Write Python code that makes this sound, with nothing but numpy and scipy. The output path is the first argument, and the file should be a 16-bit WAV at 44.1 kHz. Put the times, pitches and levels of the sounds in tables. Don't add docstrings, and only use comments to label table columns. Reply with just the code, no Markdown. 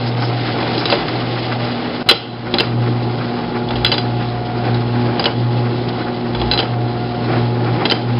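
import sys
import numpy as np
from scipy import signal
from scipy.fft import rfft, irfft, next_fast_len
from scipy.io import wavfile
from scipy.ndimage import uniform_filter1d

SR = 44100
rng = np.random.default_rng(int(sys.argv[2]) if len(sys.argv) > 2 else 0)


def log_audio(samples):
    frames = np.atleast_2d(samples).T
    limited = np.clip(frames, -1, 1)
    pcm = np.round(limited * 32767).astype(np.int16)
    wavfile.write(sys.argv[1], SR, pcm)


N = 361179
TIME = np.arange(N) / SR
TURN_S, DEEPEST_S = 2.656, 2.54
PUSH_AT_S, PUSH_HALF_S = 2.35, 0.31

# pitch in Hz, level in dB, ring time (t60) in seconds.
ROD_MODES = [(1335, -14, .08), (1510, -7, .17), (2058, -9, .18), (2686, -3, .14), (2950, -7, .08),
             (3085, -10, .1), (3340, -1, .16), (3400, -8, .1), (4040, 0, .2), (4080, -6, .17),
             (4836, -4, .2), (4885, -8, .16)]
# frequency in Hz, level in dB.
RUB_COLOUR = [(500, -27.5), (900, 1), (1100, -1), (1420, 1), (1700, -4.5), (2050, -7), (2400, -7),
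              (3400, -28.5), (5500, -19)]
# time in seconds, gain in dB.
BREAK_DIP = [(2.028, 0), (2.030, -18), (2.060, -17), (2.063, -6), (2.082, -5), (2.088, 0)]


def motor(mains_hz=60, crank_drone_hz=120.2, block_drone_hz=119.7, sag_hz=.7):
    # time in seconds, then drone, buzz and whine levels in dB.
    at_crank = [(0, -26, -36, -45), (.36, -24, -39, -39), (.55, -30.5, -38, -42), (.88, -32, -45.5, -37),
                (1.03, -43, -41, -40), (1.15, -29, -36, -40.5), (1.66, -29.5, -32.5, -49),
                (1.92, -46, -38.5, -44), (2.02, -52, -31, -51)]
    # seconds into the turn, then drone, buzz and whine levels in dB.
    at_block = [(.03, -31, -24, -32.5), (.11, -24, -29, -30.5), (.25, -14, -25, -43.5),
                (.48, -17, -24, -41), (.8, -26, -26.5, -29.5), (.94, -34, -23.5, -33),
                (1.05, -26, -23.5, -36), (1.33, -21.5, -23.5, -31.5), (1.45, -23.5, -29.5, -29.5),
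                (1.55, -16, -24.5, -30.5), (1.96, -24.5, -30, -29), (2.17, -15, -23, -31),
                (2.35, -16.5, -23, -38.5), (2.54, -16, -21, -31.5)]
    # multiple of twice the mains frequency, dB at the crank, dB at the block.
    partials = [(.5, -22.5, -22), (2, 0, 0), (3, -11.5, -4.5), (4, -10, -19), (5, -8, -15.5),
                (7, -20, -9.5), (9, -14.5, -20.5), (10, -16.5, -27)]
    drone_db, buzz_db, whine_db = by_place(in_time(at_crank), every_turn(at_block))
    subdued = by_place(0, np.clip(1 - (TIME - BREAK_DIP[-1][0]) / .5, 0, 1))
    drone_db = drone_db - 14.5 * subdued
    buzz_db = buzz_db - 10 * subdued
    push = swell(in_turn(), PUSH_AT_S, PUSH_HALF_S)
    drone_hz = by_place(crank_drone_hz, block_drone_hz - sag_hz * push)
    hum = from_db(drone_db + 0.81 * drift(14)) * sine(drone_hz)
    thrum = by_place(0, from_db(-39.5) * swell(in_turn(), at_s=1.8, half_s=0.44))
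    hum += thrum * sine(drone_hz / 2)
    hum += from_db(whine_db) * np.sin(2 * np.pi * 12 * mains_hz * TIME)
    for multiple, crank_db, block_db in partials:
        phase = 2 * np.pi * (2 * multiple * mains_hz * TIME + rng.random())
        level_db = buzz_db + by_place(crank_db, block_db) + 2.1 * drift(3.4)
        hum += from_db(level_db) * np.sin(phase + 0.46 * drift(6.5))
    return np.sqrt(2) * hum


def clacks(chatter_s=0.0053, ping_s=0.0062, detune=0.00082):
    # start in seconds, level in dB, ping in Hz, relative thud and ring in dB.
    knocks = [(.222, -21, 4450, 1, -4.5), (0.628, -19, 2420, 2.5, -13), (0.778, -13, 4740, -8.5, -8.5),
              (0.8549, -5, 3930, -15, -15), (.900, -6.5, 4730, -9, -12), (.9175, -11.5, 4160, -3, -8),
              (.9241, -9, 3150, 5.5, -6.5), (1.156, -21, 4390, 1, -14), (2.0885, 12.5, 4035, -23, -10.5),
              (2.0944, 5.5, 2670, -18, -8.5), (2.099, 0.5, 1490, -20, -14), (2.1113, 8.5, 3330, -12.5, -27),
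              (2.540, -7, 3340, -4, -6), (2.5847, -4, 4140, -20, -5), (2.599, -4, 3040, -23, -30),
              (2.604, -5.5, 2700, -5.5, -4.5), (3.688, -19.5, 3440, -5, -16.5), (3.707, -15, 3500, -1, -14),
              (3.756, -15.5, 3310, -1, -19), (3.847, 1.5, 3387, -30, -14.5), (3.8635, -8, 3270, -21, -9),
              (3.917, -8, 4560, -9, -5), (3.9234, -7, 3020, -6, -21), (3.941, -11, 3600, -3, -27),
              (3.98, -8.5, 3342, -9.5, -10), (4.744, -19, 3853, -10.5, -12), (5.1954, -7.5, 4860, -4.5, -9),
              (5.241, -10.5, 4030, -5, -4.5), (5.256, 0, 2970, -13, -22), (5.2661, -13.5, 2860, -3, -22),
              (6.349, -15.5, 3400, -3.5, -11.5), (6.398, -19.5, 3410, -4, -12),
              (6.415, -13, 3320, -0.5, -20), (6.513, -6, 4080, -12.5, -7), (6.536, -9.5, 4130, -10.5, -9.5),
              (6.576, -10.5, 4010, -7.5, -7.5), (6.590, -5, 3250, -6.5, -21), (6.600, -6, 3120, -12, -20),
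              (6.626, -16.5, 3000, 1.5, -20), (7.8536, -3, 3296, -8.5, -5),
              (7.8987, -4.5, 4080, -19.5, -20), (7.9114, -4.5, 4847, -13, -20), (7.920, -4, 3100, -8, -19)]
    # pitch in Hz, level in dB, ring time (t60) in seconds.
    wood_modes = [(341.7, 2, 0.043), (461, -3, 0.12), (574, -6, 0.088), (792, -5, 0.087),
                  (894, -12.5, 0.06)]
    # frequency in Hz, level in dB.
    crack_colour = [(500, -29.5), (1300, 1.5), (2200, -7), (2800, 3), (3400, 2), (3750, -0.5), (4100, -0.5),
                    (4450, -3), (4950, -2), (5600, -10)]
    thud_colour = [(60, -20), (200, 1.5), (420, -4), (800, 4), (1200, -8), (2400, -9), (5000, -41.5)]
    out, t = np.zeros(N + SR), TIME[:SR // 4]
    rod_hz, rod_db, rod_t60 = np.transpose(ROD_MODES)[:, :, None]
    wood_hz, wood_db, wood_t60 = np.transpose(wood_modes)[:, :, None]
    for start_s, level_db, ping_hz, thud_db, ring_db in knocks:
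        noise = rng.standard_normal((2, len(t)))
        crack = from_db(-7) * coloured(noise[0], crack_colour) * np.exp(-t / chatter_s)
        ping = from_db(-5) * np.sin(2 * np.pi * ping_hz * t) * np.exp(-t / ping_s)
        ring_hz = rod_hz * (1 + detune * rng.standard_normal(rod_hz.shape))
        drawn_out = np.sin(np.pi * (start_s - DEEPEST_S) / TURN_S) ** 2
        ring_t60 = rod_t60 * (.2 + .5 * drawn_out)
        ring = from_db(ring_db - 3) * struck(t, ring_hz, rod_db, ring_t60, spread_db=2)
        wood = struck(t, wood_hz, wood_db, wood_t60, spread_db=3.5)
        wood += from_db(-1) * coloured(noise[1], thud_colour) * np.exp(-t / 0.014)
        thud = from_db(thud_db - 4) * wood * (1 - np.exp(-t / 0.00043))
        start = round(start_s * SR)
        out[start:start + len(t)] += from_db(level_db) * (crack + ping + ring + thud)
    return out[:N]


def bench(friction_db):
    # frequency in Hz, level in dB.
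    crank_colour = [(25, -19.5), (42, -6), (64, -14.5), (90, -6), (125, 3.5), (190, -16), (250, 3),
                    (590, -8.5), (790, 0.5), (1200, -21), (1600, -51.5)]
    block_colour = [(27, -7), (40, -24), (58, -13), (90, -10), (125, -4.5), (165, -5), (240, -6.5),
                    (290, -7), (650, -16.5), (730, -8.5), (1200, -21), (1600, -52)]
    push_db = 0.25 * swell(in_turn(), PUSH_AT_S, PUSH_HALF_S)
    level_db = by_place(-25.5, -22.5 + push_db) + .6 * friction_db
    patter = boards(grains(per_s=3500, spread_db=1.5))
    noise = rng.standard_normal(N)
    rumble = by_place(coloured(noise, crank_colour), coloured(noise, block_colour))
    return from_db(level_db) * (from_db(-3) * patter + from_db(-5.5) * rumble)


def chain(friction_db):
    # frequency in Hz, level in dB.
    crank_colour = [(1180, -27), (2000, -5), (2120, -3), (2190, -9), (2600, -9), (2870, -6), (3180, -7.5),
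                    (3350, -7.5), (3610, -7), (4310, -7.5), (5100, -11), (6630, -19), (11200, -120)]
    block_colour = [(1180, -35.5), (2000, 0), (2310, -10), (2680, -2.5), (3050, -2), (3310, -1), (3520, -3),
                    (4100, -1.5), (4550, -3.5), (4850, -5.5), (5100, -6.5), (6630, -20.5), (11200, -120)]
    level_db = by_place(-31.5, -34.5) + 0.99 * friction_db
    ticks = grains(per_s=4100, spread_db=2) * from_db(1.5 * drift(18))
    hiss = by_place(coloured(ticks, crank_colour), coloured(ticks, block_colour))
    ring = rms_one(sum(from_db(db) * resonate(ticks, hz, 4.5 / t60) for hz, db, t60 in ROD_MODES))
    return from_db(level_db) * (from_db(-2.5) * hiss + from_db(-14) * ring)


def rubbing(friction_db):
    level_db = by_place(-33.5, -34) + 1.05 * friction_db
    catches = grains(per_s=3500, spread_db=0) * from_db(2 * drift(22))
    return from_db(level_db) * coloured(catches, RUB_COLOUR)


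def scuffs(scuff_half_s=0.017):
    # centre in seconds, level in dB.
    snags = [(.233, -27.5), (1.032, -34), (1.377, -32), (1.523, -27.5), (2.472, -31), (2.87, -30),
             (3.213, -30), (3.388, -31.5), (3.564, -27.5), (4.218, -28.5), (4.96, -32), (5.664, -33),
             (6.016, -31.5), (6.08, -30), (7.68, -32), (7.82, -28)]
    # centre in seconds, level in dB, half length in seconds.
    binds = [(4.674, -29, 0.041), (5.094, -37, .09), (7.334, -28, 0.065), (7.756, -35, 0.19)]
    scuffing = sum(from_db(db) * swell(TIME, at_s, scuff_half_s) for at_s, db in snags)
    binding = sum(from_db(db) * swell(TIME, at_s, half_s) for at_s, db, half_s in binds)
    catches = grains(per_s=2300, spread_db=2.5)
    grit = from_db(3) * (scuffing + binding) * coloured(catches, RUB_COLOUR)
    body = (from_db(-.5) * scuffing + from_db(10.5) * binding) * boards(catches)
    return grit + body


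def scrapes(width_hz=980):
    # centre in seconds, level in dB, half length in seconds, pitch in Hz.
    slides = [(0.076, -28, 0.023, 5200), (0.24, -27, 0.038, 5450), (.8, -27, 0.033, 5150),
              (4.21, -35.5, 0.051, 2700), (4.29, -36.5, 0.036, 3970), (5.892, -30, 0.014, 3230)]
    catches = grains(per_s=1400, spread_db=2)
    return sum(from_db(db) * swell(TIME, at_s, half_s) * rms_one(resonate(catches, hz, width_hz))
               for at_s, db, half_s, hz in slides)


def shudder(slip_hz=60):
    # centre in seconds, level in dB.
    judders = [(3.8, -28), (6.455, -24)]
    level = sum(from_db(db) * swell(TIME, at_s, half_s=0.1) for at_s, db in judders)
    return np.sqrt(2) * level * sine(slip_hz + 3 * drift(6.9))


def gears(mesh_hz=1417, level_db=-47):
    tone = np.sqrt(2) * sine(mesh_hz * (1 + .002 * drift(2)))
    return by_place(0, from_db(level_db + 2 * drift(3)) * tone)


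def boards(x):
    # pitch in Hz, width in Hz, level in dB.
    modes = [(161.6, 25, 1.5), (202, 17, 0), (236, 28, 0.5), (299.8, 20, 4.5), (316.4, 17, 6.5),
             (368.7, 49, 1.5), (448, 36, 1.5), (520.4, 32, -2), (569.4, 28, -2), (671, 45, -5),
             (763, 58, -2.5), (835, 72, -7.5)]
    return rms_one(sum((-1) ** k * from_db(db) * resonate(x, hz, width_hz)
                       for k, (hz, width_hz, db) in enumerate(modes)))


def workshop(x, t60=0.44, wet_db=-13):
    t = TIME[:SR // 2]
    tail = rng.standard_normal(len(t)) * np.exp(-np.log(1000) * t / t60) * (1 - np.exp(-t / 0.0028))
    return x + from_db(wet_db) * signal.fftconvolve(x, tail / np.linalg.norm(tail))[:N]


def gain_control(x, threshold_db=-6, attack_s=0.04):
    level_db = 10 * np.log10(np.abs(uniform_filter1d(x ** 2, size=256)) + 1e-9)
    over_db = np.maximum(level_db - threshold_db, 0)
    release_ramp = 55 * TIME
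    held_db = np.maximum.accumulate(over_db + release_ramp, axis=-1) - release_ramp
    pole = np.exp(-1 / (attack_s * SR))
    return x * from_db(-.6 * signal.lfilter([1 - pole], [1, -pole], held_db))


def by_place(at_crank, at_block):
    return np.where(TIME < BREAK_DIP[1][0], at_crank, at_block)


def in_turn():
    return (TIME - DEEPEST_S) % TURN_S


def every_turn(rows):
    seconds, *columns = np.transpose(rows)
    return [np.interp(in_turn(), seconds, column, period=TURN_S) for column in columns]


def in_time(rows):
    seconds, *columns = np.transpose(rows)
    return [np.interp(TIME, seconds, column) for column in columns]


def swell(t, at_s, half_s):
    return np.exp(-np.minimum(((t - at_s) / half_s) ** 2, 20))


def drift(rate_hz):
    hop, settle = 40, 2000
    pole = np.exp(-2 * np.pi * rate_hz * hop / SR)
    noise = rng.standard_normal(N // hop + settle + 2)
    slow = signal.lfilter([1], [1, -2 * pole, pole * pole], noise)[settle:]
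    return np.interp(np.arange(N) / hop, np.arange(len(slow)), rms_one(slow))


def grains(per_s, spread_db):
    sizes = from_db(spread_db * np.minimum(rng.exponential(1, N), 4)) * rng.choice([-1, 1], N)
    return sizes * (rng.random(N) < per_s / SR)


def struck(t, hz, db, t60, spread_db):
    strengths = from_db(db + spread_db * rng.standard_normal(hz.shape))
    tones = np.sin(2 * np.pi * (hz * t + rng.random(hz.shape)))
    return np.sum(strengths * from_db(-60 * t / t60) * tones, axis=0)


def coloured(x, spectrum):
    size = next_fast_len(len(x))
    hz, db = np.transpose(spectrum)
    log_hz = np.log(np.arange(size // 2 + 1) * SR / size + 1e-3)
    gain = from_db(np.interp(log_hz, np.log(hz), db, left=-90, right=-90))
    return rms_one(irfft(rfft(x, size) * gain, size)[:len(x)])


def resonate(x, hz, width_hz):
    radius = np.exp(-np.pi * width_hz / SR)
    feedback = [1, -2 * radius * np.cos(2 * np.pi * hz / SR), radius ** 2]
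    return signal.lfilter(np.array([1, 0, -1]) * (1 - radius ** 2) / 2, feedback, x)


def sine(hz):
    return np.sin(2 * np.pi * np.cumsum(hz) / SR)


def from_db(db):
    return 10 ** (np.asarray(db) / 20)


def rms_one(x):
    return x / np.sqrt(np.mean(x ** 2) + 1e-20)


def scene():
    # time in seconds, level in dB.
    crank_friction = [(.1, -4.5), (.45, -2), (.6, 0), (.92, 1), (1.25, -2.5), (2, -3.5)]
    # seconds into the turn, level in dB.
    block_friction = [(.03, 6), (.16, 0.5), (.4, 2), (.7, 2.5), (1.1, 0.5), (1.36, 5), (1.58, 0.5),
                      (1.85, 0), (2.15, 3.5), (2.33, 1), (2.6, 3)]
    # time in seconds, gain in dB.
    running_fader = [(2.04, 5.5), (2.11, 0.5), (2.22, -5.5), (2.42, -8.5), (2.55, -1.5)]
    friction_db, = by_place(in_time(crank_friction), every_turn(block_friction))
    break_db, = in_time(BREAK_DIP)
    running_db, = in_time(running_fader)
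    running = motor() + gears() + bench(friction_db) + chain(friction_db) + rubbing(friction_db)
    contacts = scuffs() + scrapes() + shudder() + workshop(clacks())
    return (from_db(break_db) * (from_db(running_db) * running + contacts))[None]


def record(dry, band_hz=5240, cutoff_hz=16000):
    overloaded = np.clip(gain_control(dry), -.88, .88)
    narrow = signal.sosfilt(signal.ellip(9, .3, 75, band_hz, fs=SR, output="sos"), overloaded)
    clipped = np.clip(narrow, -1, 1)
    return signal.sosfilt(signal.ellip(10, .3, 75, cutoff_hz, fs=SR, output="sos"), clipped)


dry = scene()
out = record(dry)
log_audio(out)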